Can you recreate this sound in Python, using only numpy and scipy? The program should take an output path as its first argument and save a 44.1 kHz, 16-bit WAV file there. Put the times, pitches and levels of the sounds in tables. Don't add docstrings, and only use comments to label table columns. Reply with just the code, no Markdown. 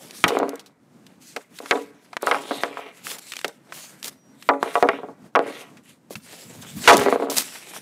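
import sys
import numpy as np
from scipy import signal
from scipy.fft import rfft, irfft, next_fast_len
from scipy.io import wavfile
from scipy.ndimage import uniform_filter1d

SR = 44100
rng = np.random.default_rng(int(sys.argv[2]) if len(sys.argv) > 2 else 0)


def transcribe(u):
    v = np.clip(np.atleast_2d(u).T, -1, 1)
    q = np.round(v * 32767).astype(np.int16)
    wavfile.write(sys.argv[1], SR, q)


N = 344596

# (frequency [Hz], gain [dB])
AIR_COLOUR = [(25, -37.5), (55, -24), (90, -11), (150, 0), (260, 1.5), (420, -10.5), (800, -16),
              (1700, -23), (3500, -31), (8000, -31.5), (15000, -41)]
# (start [s], length [s], level [dB])
GUSTS = [(6.16, 0.04, -43), (6.45, 0.3, -45), (6.76, 0.029, -36), (6.89, 0.1, -34)]
# (frequency [Hz], gain [dB])
GUST_COLOUR = [(25, -23), (55, -13), (100, -0.5), (160, 2.5), (250, 1), (400, -25), (2000, -28)]
# (start [s], length [s], rasp before trim [dB], hiss before trim [dB])
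SHUFFLES = [(0, .16, -49.5, -46), (.19, .05, -61, -40.5), (1.05, 0.075, -61, -65), (1.24, 0.062, -64, -47),
            (1.34, 0.066, -54, -58), (1.53, 0.053, -60, -49), (1.96, 0.28, -56, -61),
            (2.95, 0.092, -51.5, -49), (3.07, 0.085, -48.5, -39), (3.22, 0.17, -59, -43),
            (3.32, 0.18, -52, -50), (3.66, 0.077, -58, -57), (3.75, .13, -52, -42.5),
            (3.9, 0.23, -55.5, -55), (4.32, .08, -65, -68.5), (4.41, .13, -63.5, -53.5),
            (6.25, 0.2, -49.5, -44), (6.48, 0.2, -48, -51.5), (6.63, 0.086, -52, -45.5),
            (6.79, 0.11, -42.5, -39), (7.17, 0.07, -41, -51), (7.39, 0.38, -41, -41.5),
            (7.69, 0.078, -44.5, -41.5)]
# (start [s], length [s], rasp before trim [dB], hiss before trim [dB])
SLIDES = [(.27, 0.11, -34, -49), (.43, 0.15, -45.5, -59.5), (1.63, .1, -45, -43), (1.73, 0.056, -41, -42),
          (2.24, 0.55, -32.5, -42.5), (2.49, 0.17, -31.5, -44), (2.73, 0.15, -40.5, -58.5),
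          (4.63, 0.18, -37.5, -45), (4.87, 0.09, -38.5, -60), (5.44, .12, -36, -50.5),
          (5.58, 0.032, -39.5, -44), (5.86, 0.026, -52.5, -53.5), (6.98, 0.14, -29.5, -41)]
# (frequency [Hz], gain [dB])
RASP_COLOUR = [(30, -58.5), (120, -10), (300, 8.5), (500, 10), (1100, 4.5), (2400, 5.5), (4000, -1.5),
               (7000, -20.5), (15000, -22)]
# (frequency [Hz], gain [dB])
HISS_COLOUR = [(40, -48.5), (300, -22.5), (1500, -5), (3500, 1), (5500, 0), (8000, 2.5), (11000, -2),
               (15000, -10)]
# (time [s], length [s], level [dB])
SCUFFS_AND_HITS = [(3.03, 0.13, -35.5), (3.181, 0.017, -38.5), (3.717, 0.1, -41.5), (4.028, 0.077, -33.5),
                   (6.096, 0.056, -41.5), (7.293, 0.071, -31), (7.346, 0.09, -25), (7.365, 0.027, -21.5)]
# (frequency [Hz], gain [dB])
SCUFF_COLOUR = [(40, -38.5), (200, 2.5), (500, 1), (1500, -1.5), (3500, 1), (7000, 0.5), (11000, 0.5),
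                (15000, -4.5)]
# (time [s], level [dB], centre [Hz])
GRIT = [(.1093, -37, 3500), (.3884, -31.5, 4440), (.4929, -33, 7020), (.5567, -40.5, 6500),
        (2.2666, -29, 8000), (3.069, -27, 1680), (3.116, -30.5, 1770), (3.3364, -30.5, 2800),
        (3.357, -38, 4000), (3.367, -28, 2800), (3.3905, -31.5, 2530), (3.414, -35.5, 2500),
        (4.0288, -31, 3960), (4.0442, -28.5, 5860), (4.0593, -33.5, 7000), (4.081, -31, 5000),
        (4.6307, -34.5, 5000), (4.826, -34, 8000), (6.9691, -18, 6900), (6.9787, -23, 5000),
        (6.9967, -28.5, 7000), (7.383, -12, 5100)]
# (time [s], level [dB], centre [Hz], t60 [s])
CLACKS = [(.24, -21.5, 260, 0.15), (0.28, -22, 3000, 0.063), (0.5947, -39, 3700, 0.065),
          (0.661, -46.5, 4000, 0.082), (1.066, -46, 3000, .03), (1.3633, -25, 1700, 0.037),
          (1.5877, -33, 3000, 0.024), (1.6592, -32.5, 1400, 0.022), (2.1302, -32.5, 1000, 0.045),
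          (2.168, -20.5, 1050, 0.018), (2.2227, -31, 8000, 0.018), (3.32, -28.5, 2600, .035),
          (3.4452, -19, 1700, 0.034), (3.48, -33.5, 5000, 0.022), (3.7231, -30.5, 1100, 0.028),
          (4.4248, -38.5, 2500, 0.024), (5.77, -48, 2000, 0.084), (6.1546, -30, 2200, 0.04),
          (7.299, -25.5, 5000, 0.062), (7.5556, -36.5, 1500, .04), (7.735, -38.5, 900, 0.1),
          (7.763, -34.5, 800, 0.052)]
# (start [s], length [s], level [dB])
DRIVES = [(6.838, .04, -26.5), (6.876, 0.025, -12.5), (6.927, 0.0054, -13.5), (6.955, 0.083, -30)]
# (frequency [Hz], gain [dB])
DRIVE_COLOUR = [(40, -43), (300, 2), (900, -7), (1400, -5.5), (2400, 0), (4000, -4.5), (6500, -7.5),
                (10000, -13.5), (15000, -24)]
# (time [s], level [dB])
BOUNCES = [(.3058, -20.5), (.3201, -21.5), (.3515, -20.5), (.37, -15), (.4005, -21.5), (.4306, -18.5),
           (.4834, -29.5), (.5328, -29), (1.628, -39.5), (1.728, -25), (1.752, -28.5), (1.775, -28.5),
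           (4.6607, -29), (4.9331, -29), (4.988, -32), (5.033, -29.5), (5.0494, -41), (5.0863, -36),
           (5.4121, -30.5), (5.4617, -31), (5.4989, -31), (6.9591, -18.5), (7.0624, -13.5), (7.085, -15),
           (7.1259, -11.5), (7.1593, -19), (7.1994, -23), (7.2235, -19.5), (7.2468, -36), (7.271, -26),
           (7.2862, -27.5), (7.319, -27.5)]
# (time [s], level [dB], hardness [Hz], bass shelf [dB], relative ring [dB], damping [1 = none extra])
BLOWS = [(0.2401, -3, 3230, -15.5, 2, 0.78), (1.3631, -29.5, 975, 3, 5, 1.7),
         (1.603, -34, 523, -27, 12, 2.2), (1.7104, -11.5, 2520, -10, -2, 0.82),
         (2.23, -23, 1110, 10, 15, 1.4), (2.2713, -15.5, 1460, -12, 2, 1.02),
         (2.3128, -13.5, 1970, -14, 0, 1.2), (2.3454, -20, 1300, -17, 21, 1.3),
         (2.51, -20.5, 1210, 3, 15, 1.4), (2.6351, -16.5, 1990, -3.5, -11, 1.02),
         (2.7715, -29, 1120, -20, 14.5, 0.84), (3.446, -25, 860, 11, -6.5, 2.4),
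         (3.483, -41, 810, -7, 9.5, 1.5), (4.4898, -8, 1303, -11, 15.5, 1.01),
         (4.6285, -15, 1250, 0, -12.5, 2.2), (4.755, -13, 1230, -17, 5, 1), (4.8264, -7, 1210, -1, 2, 1.19),
         (4.8885, -11, 1990, -1.5, -6, 1.2), (5.3524, -13, 1320, -17.5, 6.5, 0.91),
         (5.3579, -11.5, 1450, -13.5, -.5, 0.91), (5.3918, -15.5, 1220, 5, -13, 1.9),
         (6.107, -34, 730, 17, 13.5, 4.1), (6.876, -0.5, 2070, -19, 7, .6), (6.887, -10, 1720, -16, 15, 1),
         (6.8965, -4, 1610, -19, -1, 0.82), (6.9078, -9.5, 1780, -12, 15, .6),
         (6.9315, -19, 3000, 21, 7, .65), (6.945, -10.5, 1200, 25, -18, .7),
         (6.992, -25, 1400, -25, 0, 1.3), (7.014, -20.5, 1500, 9, 12, .65)]
# (frequency [Hz], level [dB], t60 [s])
BOARD_MODES = [(279.5, -6, 0.34), (419.6, -7, 0.27), (473.8, -3, .19), (557.5, -9.5, 0.24),
               (604.4, -8, 0.16), (684, -4, 0.16), (725, -5.5, 0.16), (828, -4.5, 0.19), (904, -21.5, 0.19),
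               (981, -4.5, 0.14), (1026, -9, 0.078), (1113, 2, 0.056), (1154, -8.5, 0.14),
               (1272.5, -0.5, 0.094), (1370, -6, 0.033), (1398, -10, 0.068), (1568, -5, .055),
               (1930, 1, 0.029), (2150, 0, 0.033), (2370, -2.5, 0.041), (2763, -9.5, .04),
               (3260, -13, .035), (3700, -15.5, .02), (4930, -16, .022)]
# (frequency [Hz], t60 [s])
WAVE_T60 = [(150, 0.3), (500, 0.39), (1200, 0.31), (2500, 0.054), (5000, .03), (14000, 0.006)]
# (frequency [Hz], gain [dB])
RADIATION = [(30, -36.5), (100, -38.5), (200, -9.5), (300, -2), (450, 3), (1200, -1.5), (3000, 5.5),
             (6000, 2), (10000, 6.5), (15000, -18.5)]
# (frequency [Hz], t60 [s])
YARD_T60 = [(150, 0.33), (600, 0.91), (2000, 0.9), (4000, .5), (12000, .2)]

AIR_DB = -56
WHISTLE_START_S, WHISTLE_LENGTH_S, WHISTLE_HZ, WHISTLE_DB = 4.135, .24, 5770, -64
GRIT_T60_S = .011
BOUNCE_HARD_HZ, BOUNCE_HARD_HZ_PER_DB = 1520, 16
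BOUNCE_BASS_DB, BOUNCE_RING_DB, BOUNCE_DAMPING = 16, -2, 1.22
BAND_LIMIT_HZ = 15600
SIZE = 16384
HZ = np.fft.rfftfreq(SIZE, 1 / SR) + 1
AGE_S = np.arange(SIZE) / SR


def amp(db):
    return 10 ** (np.asarray(db) / 20)


def unit(x):
    return x / np.sqrt(np.mean(x ** 2) + 1e-20)


def fade(age_s, t60_s):
    return np.exp(-np.log(1000) * age_s / t60_s)


def read(points, hz):
    f, value = np.transpose(points)
    return np.interp(np.log(hz + 1), np.log(f), value)


def add(mix, start_s, sound):
    part = mix[max(round(start_s * SR), 0):][:len(sound)]
    part += sound[:len(part)]


def causal(gain):
    cepstrum = irfft(np.log(np.maximum(gain, 1e-5)))
    cepstrum[1:SIZE // 2] *= 2
    cepstrum[SIZE // 2 + 1:] = 0
    return np.exp(rfft(cepstrum))


def coloured(x, colour):
    size = next_fast_len(N)
    gain = amp(read(colour, np.fft.rfftfreq(size, 1 / SR)))
    return unit(irfft(rfft(x, size) * gain, size)[:N])


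def unsteady(depth_db, per_s):
    points = rng.standard_normal(N // 100)
    wander = np.interp(np.arange(N) / SR * per_s, np.arange(len(points)), points)
    return amp(depth_db * wander)


def stroke(start_s, length_s, rise_s, sag_db_per_s, release_s):
    age = np.arange(N) / SR - start_s
    attack = np.clip(.5 + age / rise_s, 0, 1)
    sag = amp(-sag_db_per_s * np.clip(age, 0, length_s))
    release = np.exp(-np.maximum(age - length_s, 0) / release_s)
    return attack * sag * release


def strokes(table, rise_s, sag_db_per_s, release_s):
    power = 0
    for start_s, length_s, *db in table:
        envelope = stroke(start_s, length_s, rise_s, sag_db_per_s, release_s)
        power = power + (amp(db)[:, None] * envelope) ** 2
    return np.sqrt(power)


def friction(colour, per_s, spread_db, smooth):
    happens = rng.random(N) < per_s / SR
    size = amp(spread_db * np.minimum(rng.exponential(1, N), 4))
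    slips = happens * size * rng.choice([-1, 1], N)
    return coloured(unit(slips) + smooth * rng.standard_normal(N), colour)


def patchy(x, depth_db, frames=24, bins=13):
    z = signal.stft(x, nperseg=512)[2]
    patches = uniform_filter1d(rng.standard_normal(z.shape), size=frames, axis=1)
    patches = unit(uniform_filter1d(patches, size=bins, axis=0))
    return unit(signal.istft(z * amp(depth_db * patches), nperseg=512)[1][:N])


def rubbing(catch_db, slips_per_s, rasp_smooth, hiss_smooth):
    rasp = friction(RASP_COLOUR, per_s=slips_per_s, spread_db=3, smooth=rasp_smooth)
    hiss = friction(HISS_COLOUR, per_s=2500, spread_db=8.0, smooth=hiss_smooth)
    rasp = patchy(unsteady(catch_db, 70) * rasp, depth_db=3.5)
    hiss = patchy(unsteady(3.8, 40) * hiss, depth_db=2.5)
    return rasp, hiss


def outdoors():
    air = amp(AIR_DB) * unsteady(3.6, 19) * coloured(rng.standard_normal(N), AIR_COLOUR)
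    gusts = strokes(GUSTS, rise_s=0.024, sag_db_per_s=-1, release_s=0.054)[0]
    air += gusts * unsteady(5.5, 25) * coloured(rng.standard_normal(N), GUST_COLOUR)
    swell = signal.windows.tukey(int(WHISTLE_LENGTH_S * SR), .6)
    waver = 1 + .006 * unit(uniform_filter1d(rng.standard_normal(len(swell)), size=1200))
    tone = np.sin(2 * np.pi * np.cumsum(WHISTLE_HZ * waver) / SR)
    add(air, WHISTLE_START_S, amp(WHISTLE_DB) * swell * tone)
    return air


def yard(x, echo_s=0.045, echo_db=-24, echo_t60_s=0.04, tail_db=-30):
    hz, t, z = signal.stft(rng.standard_normal(SR), SR, nperseg=256)
    tail = signal.istft(z * fade(t, read(YARD_T60, hz)[:, None]), SR, nperseg=256)[1]
    tail *= amp(tail_db) / np.linalg.norm(tail)
    echo = rng.standard_normal(SIZE) * fade(AGE_S, echo_t60_s)
    add(tail, echo_s, amp(echo_db) * echo / np.linalg.norm(echo))
    return x + signal.fftconvolve(x, tail)[:N]


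def shuffling(rasp, hiss, rasp_trim_db=0, hiss_trim_db=1):
    rasp_gain, hiss_gain = strokes(SHUFFLES, rise_s=0.085, sag_db_per_s=20, release_s=0.041)
    return amp(rasp_trim_db) * rasp_gain * rasp + amp(hiss_trim_db) * hiss_gain * hiss


def scuffs_and_hits():
    push = np.zeros(N)
    for start_s, length_s, db in SCUFFS_AND_HITS:
        add(push, start_s, amp(db) * signal.windows.tukey(max(int(length_s * SR), 2), .6))
    return push * friction(SCUFF_COLOUR, per_s=1700, spread_db=0.5, smooth=0.31)


def clacks(width=0.91, snap=1.6, skirt=1.0):
    out = np.zeros(N)
    for start_s, db, hz, t60_s in CLACKS + [(*grain, GRIT_T60_S) for grain in GRIT]:
        ring = rng.standard_normal(SIZE) * fade(AGE_S, t60_s)
        ring[0] += snap
        band = (1 + ((HZ / hz - hz / HZ) / width) ** 2) ** (-skirt / 2)
        treble_loss = 1 / (1 + (HZ / (7 * hz)) ** 2)
        clack = irfft(rfft(ring) * causal(band * treble_loss))
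        add(out, start_s, amp(db) * clack / np.sqrt(np.mean(clack[:SR // 250] ** 2)))
    return out


def through_board(x, ring_db=-3):
    ring = np.zeros(SIZE)
    for hz, db, t60_s in BOARD_MODES:
        ring += amp(db - 60 * AGE_S / t60_s) * np.cos(2 * np.pi * hz * AGE_S) / np.sqrt(t60_s)
    return unit(x + amp(ring_db) * unit(signal.fftconvolve(x, ring)[:N]))


def sliding(rasp, hiss, rasp_trim_db=-1, hiss_trim_db=1):
    rasp_gain, hiss_gain = strokes(SLIDES, rise_s=0.073, sag_db_per_s=24.5, release_s=0.044)
    ringing_rasp = through_board(rasp, ring_db=-3.5)
    return amp(rasp_trim_db) * rasp_gain * ringing_rasp + amp(hiss_trim_db) * hiss_gain * hiss


def drive():
    pressure = strokes(DRIVES, rise_s=0.011, sag_db_per_s=17, release_s=0.014)[0]
    return pressure * unsteady(1.7, 300) * friction(DRIVE_COLOUR, per_s=2600, spread_db=5.5, smooth=0.83)


def bounces():
    rows = []
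    for start_s, db in BOUNCES:
        hard_hz = max(BOUNCE_HARD_HZ + BOUNCE_HARD_HZ_PER_DB * db, 300)
        rows.append((start_s, db, hard_hz, BOUNCE_BASS_DB, BOUNCE_RING_DB, BOUNCE_DAMPING))
    return rows


def knocks(modes_db=-32, waves_db=-7, place_db=3.5, load=.014, nearest_s=0.000911, farthest_s=0.031,
           slope=6.3, crack_db=-25, crack_hz=4500, bass_hz=550, direct_s=.0005,
           rock_db=4.5, rock_per_s=90, grip_s=0.018, count=26):
    out, radiation = np.zeros(N), amp(read(RADIATION, HZ))
    mode_hz, mode_db, mode_t60_s = np.transpose(BOARD_MODES)
    decay = amp(-60 * AGE_S / mode_t60_s[:, None])
    slowness = np.sqrt(1000 / HZ)
    direct = np.exp(-4j * np.pi * HZ * direct_s * slowness)
    path_s = np.linspace(np.sqrt(nearest_s), np.sqrt(farthest_s), count)[:, None] ** 2
    travel_s = path_s * rng.uniform(.9, 1.0, (count, 1)) * slowness
    returns = np.exp(-4j * np.pi * HZ * travel_s) * fade(travel_s, read(WAVE_T60, HZ))
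    crack = amp(crack_db) / (1 + (HZ / crack_hz) ** 2)
    for start_s, db, hard_hz, bass_db, ring_db, damping in BLOWS + bounces():
        favour, detune = rng.standard_normal((2, len(BOARD_MODES)))
        struck_hz = mode_hz * (1 + load * detune)
        swing = np.cos(2 * np.pi * struck_hz[:, None] * AGE_S) * decay
        grip = np.exp(-np.maximum(damping - 1, -.15) * AGE_S / grip_s)
        modes = amp(mode_db + place_db * favour) @ swing * grip
        rock_points = rng.standard_normal(SIZE)
        modes = modes * amp(rock_db * np.interp(AGE_S * rock_per_s, np.arange(SIZE), rock_points))
        waves = rng.choice([-1., 1.], count) @ returns
        response = direct + amp(ring_db) * (amp(modes_db) * rfft(modes) + amp(waves_db) * waves)
        contact = 1 / np.sqrt(1 + (HZ / hard_hz) ** slope) + crack * (hard_hz / 2000) ** 2
        force = contact * amp(bass_db / (1 + (HZ / bass_hz) ** 2))
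        blow = irfft(response * causal(force * radiation))
        add(out, start_s, amp(db) * blow / np.sqrt(np.mean(blow[:SR // 100] ** 2)))
    return out


def scene():
    impacts = yard(knocks() + clacks() + scuffs_and_hits() + drive())
    on_board = sliding(*rubbing(catch_db=0.5, slips_per_s=820, rasp_smooth=.7, hiss_smooth=1.8))
    on_concrete = shuffling(*rubbing(catch_db=3.0, slips_per_s=870, rasp_smooth=.7, hiss_smooth=2.3))
    return (impacts + on_board + on_concrete + outdoors())[None]


def record(dry, low_cut_hz=90):
    squashed = dry / (1 + (dry / .7) ** 4) ** .25
    low_cut = signal.butter(2, low_cut_hz, "highpass", fs=SR, output="sos")
    thinned = signal.sosfilt(low_cut, squashed)
    band_limit = signal.firwin(255, BAND_LIMIT_HZ, window=("kaiser", 8), fs=SR)
    return signal.oaconvolve(thinned, band_limit[None], "same")


dry = scene()
out = record(dry)
transcribe(out)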